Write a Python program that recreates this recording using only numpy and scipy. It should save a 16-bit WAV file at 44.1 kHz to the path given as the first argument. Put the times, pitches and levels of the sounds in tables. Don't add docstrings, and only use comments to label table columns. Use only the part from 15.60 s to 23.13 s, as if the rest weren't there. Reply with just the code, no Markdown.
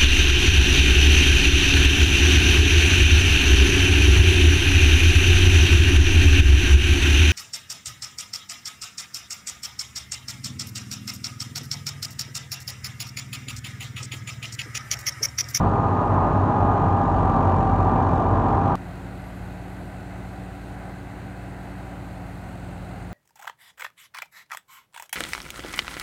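import sys
import numpy as np
from scipy import signal
from scipy.fft import rfft, irfft, next_fast_len
from scipy.io import wavfile
from scipy.ndimage import uniform_filter1d, map_coordinates

SR = 44100
rng = np.random.default_rng(int(sys.argv[2]) if len(sys.argv) > 2 else 0)


def elevation(decibels):
    levels = np.asarray(decibels, float)
    return 10 ** (levels / 20)


def generate_wav(signal):
    frames = np.transpose(np.atleast_2d(signal))
    scaled = np.clip(frames, -1, 1) * 32767
    pcm = np.round(scaled).astype(np.int16)
    wavfile.write(sys.argv[1], SR, pcm)


N = 332073
CUT_S = 3.15524
CUT_CREST = .14
FADE_IN_S = .0015
LABOUR_DB, LABOUR_DB_PER_HZ = -45, 6.3
CREEP_DB, SLIP_FALL_HZ = -85, 90
EXHAUST_LINES = 8

# t/s, firing rate f/Hz
LOUD_SPEED = [
    (0, 46.569),
    (.3, 46.987),
    (.9, 47.306),
    (1.4, 46.471),
    (1.72, 45.194),
    (2.4, 45.446),
    (3.155, 46.364),
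]
QUIET_SPEED = [
    (3.156, 45.085),
    (4.5, 45.98),
    (5.5, 46.365),
    (6.2, 46.087),
    (7.1, 44.491),
    (7.53, 44.36),
]
LOUD_DRIVE = 47.3, 1.04277, .00247
QUIET_DRIVE = 46.4, 1.23825, .00144
LOUD_LOAD = .8, .22, .09
QUIET_LOAD = .4, .07, .05
QUIET_RISE_DB = 1.4, -1.5, .9
LOUD_ORDERS = [1, 2, 7 / 3, 8 / 3, 3, 3.793, 5, 17 / 3, 20 / 3, 8, 26 / 3, 29 / 3, 14, 15, 17, 52 / 3, 21,
               64 / 3, 68 / 3, 23, 71 / 3, 77 / 3, 26, 27, 32, 98 / 3, 104 / 3, 106 / 3, 36, 154 / 3, 155 /
               3, 52, 157 / 3]
LOUD_ORDER_DB = [-44, -27, -31.5, -40, -40, -34, -36.5, -42, -40, -42, -42, -45, -43, -40, -46, -32, -44,
                 -44, -43, -41, -45, -44, -34, -46, -60, -56, -55, -57, -61, -71, -69, -76, -70]
QUIET_ORDERS = [1, 2, 8 / 3, 2.801, 3, 11 / 3, 4, 5, 7.871, 8, 26 / 3, 11, 50 / 3, 18, 56 / 3, 64 / 3, 31,
                32, 100 / 3, 103 / 3, 42, 44, 50, 163 / 3, 166 / 3, 56]
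QUIET_ORDER_DB = [-55, -45, -57, -55, -50, -59, -42.8, -59, -59, -63, -61, -66, -54, -63, -65, -59, -68,
                  -67, -63, -66, -67, -71, -74, -74, -73, -75]
LOUD_DRUM_DB = [-39, -30, -34.5]
QUIET_DRUM_DB = [-43, -44, -55, -59, -49, -72, -72, -64, -72, -66]
# f/Hz, level/dB [per Hz]
LOUD_ROAR = [(28, -27), (48, -2), (70, 2), (200, 0), (300, -1.5), (480, -9), (620, -4.5), (800, -1.5),
             (1050, -5), (1150, -10), (1330, -13), (1450, -18.5), (1680, -21.5), (1900, -28), (3500, -65),
             (9000, -90)]
LOUD_CLATTER = [(900, -30.5), (1800, -10.5), (2200, -6.5), (2400, 0), (2700, -1.5), (3300, -6.5),
                (4300, -10), (5000, -17), (6500, -15), (8500, -22.5), (10400, -27), (11200, -34.5),
                (15700, -44)]
QUIET_ROAR = [(28, -22), (45, -5), (70, 2), (130, 0), (340, -4), (430, -11), (740, -2.5), (950, -12),
              (1100, -14), (1480, -11.5), (1800, -16), (2050, -14), (2350, -24), (3200, -50)]
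QUIET_CLATTER = [(1800, -2.5), (2350, 7), (2600, 12), (2850, 8.5), (3400, 3.5), (4200, 6), (5400, -5.5),
                 (7000, -0.5), (8500, -1.5), (10000, -6), (12000, -7.5), (15700, -10.5)]
# f/Hz, level/dB [per Hz]
MIC_HISS = [(9000, -27), (11000, -16), (13500, -10), (15000, 0), (15700, 2.5)]
PULLEY_HZ = [
    [10880, 11500, 12150, 13700],
    [7700, 8450, 9250],
]
PULLEY_DB = [
    [-5, -2.5, -9, -12],
    [-5, -2, -6],
]
# t/s, length/s, level/dB rms
SMALL_SLIPS = [
    (3.3, .15, -82),
    (3.75, .45, -77),
    (4.17, .25, -77),
    (4.72, .15, -81),
    (5.08, .25, -82),
    (5.4, .4, -85),
    (6.5, .9, -85),
]
LARGE_SLIPS = [
    (3.5, .5, -83),
    (4.35, .8, -78),
    (5, .6, -82),
    (5.8, .9, -82),
    (6.9, 1.2, -80),
]


def unit(x):
    return x / np.sqrt(np.mean(x ** 2) + 1e-20)


def curves(rows):
    t_s, *columns = np.transpose(rows)
    return [np.interp(np.arange(N) / SR, t_s, column) for column in columns]


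def wobble(rate_hz, size=N):
    coarse = np.arange(0, size + 32, 32)
    knots = rng.standard_normal(int(size * rate_hz / SR) + 4)
    smooth = map_coordinates(knots, [coarse * rate_hz / SR])
    return np.interp(np.arange(size), coarse, smooth)


def coloured(x, spectrum):
    m = next_fast_len(N + 8192)
    hz, db = np.transpose(spectrum)
    bins_hz = np.fft.rfftfreq(m, 1 / SR) + 1
    gain = elevation(np.interp(np.log(bins_hz), np.log(hz), db, left=-90))
    return unit(irfft(rfft(x, m) * gain, m)[:N])


def patchy_noise(patch_db):
    z = signal.stft(rng.standard_normal(N), nperseg=512)[2]
    field = uniform_filter1d(rng.standard_normal(z.shape), 6, 0)
    field = uniform_filter1d(field, 12, 1)
    return unit(signal.istft(z * elevation(patch_db * unit(field)), nperseg=512)[1][:N])


def shaft_turns(hz, start_s):
    total = np.cumsum(hz) / SR
    return total - total[round(start_s * SR)]


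def knocks(firing, at, cylinders, sharp):
    count = np.floor(firing - at + .5).astype(int)
    chance = elevation(2.0 * rng.standard_normal(400)[count % 400])
    size = np.asarray(cylinders)[count % 3] * chance
    bump = size * np.exp(sharp * (np.cos(2 * np.pi * (firing - at)) - 1))
    return bump / np.mean(bump)


def cycle_pattern(firing):
    phases = np.exp(2j * np.pi * rng.uniform(size=301))
    table = irfft(phases * (np.arange(301) > 15))
    return unit(map_coordinates(table, [firing / 3 % 1 * len(table)], mode="grid-wrap"))


def roar_and_clatter(start_s, speed, drive, load, roar, clatter, roar_db, clatter_db, knock_at, cylinders):
    firing_hz, = curves(speed)
    free_hz, ratio, slip_per_hz = drive
    rise_db_per_hz, depth, harden_per_hz = load
    sag_hz = free_hz - firing_hz
    firing = shaft_turns(firing_hz, start_s)
    drum = shaft_turns(ratio * firing_hz * (1 - slip_per_hz * sag_hz), start_s)

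    depth = np.clip(depth + harden_per_hz * sag_hz, 0, 1)
    beat = knocks(firing, knock_at, cylinders, sharp=2.5)
    source = patchy_noise(1.2) + .3 * cycle_pattern(firing)
    low = coloured(source * (1 + .2 * depth * (beat - 1)), roar)
    shaken = patchy_noise(0.63) * np.sqrt(1 - depth + depth * beat)
    high = coloured(shaken, clatter)

    low_gain = elevation(roar_db + 0.55 * wobble(9))
    high_gain = elevation(clatter_db + rise_db_per_hz * sag_hz + 0.23 * wobble(12))
    return low_gain * low + high_gain * high, firing, drum, sag_hz


def shaft_lines(angle, orders, levels_db, lead_rad, waver_db, span):
    out, angle = np.zeros(N), angle[span]
    size = len(angle)
    for k, db in zip(orders, levels_db):
        loose = min(k / 8, 1)
        scatter = rng.uniform(0, 2 * np.pi) * (k > 3.5) + .3 * loose * wobble(25, size)
        waver = .5 * wobble(5, size) + .7 * wobble(30, size)
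        level = elevation(db + waver_db * loose * waver)
        out[span] -= np.sqrt(2) * level * np.cos(2 * np.pi * k * angle + k * lead_rad + scatter)
    return out


def loud_machine():
    noise, firing, drum, sag_hz = roar_and_clatter(
        0, LOUD_SPEED, LOUD_DRIVE, LOUD_LOAD, LOUD_ROAR, LOUD_CLATTER,
        roar_db=-22.0, clatter_db=-55.0, knock_at=0.48, cylinders=[1, 1.25, .8])
    span = slice(0, round(CUT_S * SR) + 9)
    engine = shaft_lines(firing, LOUD_ORDERS, LOUD_ORDER_DB, -1.55, 3, span)
    labour = elevation(LABOUR_DB + LABOUR_DB_PER_HZ * sag_hz)
    thump = labour * shaft_lines(firing, [1, 17, 52], [0, -1, -33], -1.55, 4, span)
    beaters = shaft_lines(drum, [1, 2, 3], LOUD_DRUM_DB, -2.25, 4, span)
    hiss = elevation(-78) * coloured(rng.standard_normal(N), MIC_HISS)
    return noise + engine + thump + beaters + hiss


def quiet_machine():
    noise, firing, drum, sag_hz = roar_and_clatter(
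        CUT_S, QUIET_SPEED, QUIET_DRIVE, QUIET_LOAD, QUIET_ROAR, QUIET_CLATTER,
        roar_db=-41.0, clatter_db=-57.5, knock_at=.05, cylinders=[1.2, 1.1, .7])
    span = slice(round(CUT_S * SR) - 9, N)
    pipe_db, gear_db, usual_hz = QUIET_RISE_DB
    extra_hz = sag_hz - usual_hz
    low, high = slice(0, EXHAUST_LINES), slice(EXHAUST_LINES, None)
    pipe = shaft_lines(firing, QUIET_ORDERS[low], QUIET_ORDER_DB[low], 1.5, 1.5, span)
    gears = shaft_lines(firing, QUIET_ORDERS[high], QUIET_ORDER_DB[high], 1.5, 2.5, span)
    beaters = shaft_lines(drum, np.arange(1, 11), QUIET_DRUM_DB, .6, 2.5, span)
    return noise + elevation(pipe_db * extra_hz) * pipe + elevation(gear_db * extra_hz) * gears + beaters


def belt_squeak():
    first = round(CUT_S * SR)
    out, t, size = np.zeros(N), np.arange(first, N) / SR, N - first
    for slips, rings_hz, rings_db in zip((SMALL_SLIPS, LARGE_SLIPS), PULLEY_HZ, PULLEY_DB):
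        slip_s, length_s, slip_db = np.transpose(slips)[:, :, None]
        u = 2 * (t - slip_s) / length_s
        swell = np.exp(-np.abs(u) * u * u)
        level = elevation(CREEP_DB) + np.sum(elevation(slip_db) * swell, axis=0)
        fall = np.sum(u * swell, axis=0)
        for hz, ring_db in zip(rings_hz, rings_db):
            jitter_hz = 50 * wobble(4, size) + 40 * wobble(10, size) + 95 * wobble(200, size)
            pitch_hz = hz - SLIP_FALL_HZ * fall + jitter_hz
            flutter_db = 6 + 1.5 * wobble(4, size) + 3 * wobble(35, size)
            ring = np.sin(2 * np.pi * np.cumsum(pitch_hz) / SR)
            out[first:] += level * elevation(ring_db + flutter_db) * ring
    return out


def scene():
    cut, t = round(CUT_S * SR), np.arange(N) / SR
    loud = loud_machine() * np.clip(t / FADE_IN_S, 0, 1)
    crest = np.exp(-((t - CUT_S) / .0006) ** 2)
    loud = loud + (CUT_CREST - loud[cut]) * crest
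    switch = np.clip((t - CUT_S) / 1.5e-5 + .5, 0, 1)
    quiet = quiet_machine() + belt_squeak()
    return ((1 - switch) * loud + switch * quiet)[None]


def roll_off(x):
    return signal.sosfilt(signal.butter(12, 15740, fs=SR, output="sos"), x)


def record(dry):
    return roll_off(dry)


dry = scene()
out = record(dry)
generate_wav(out)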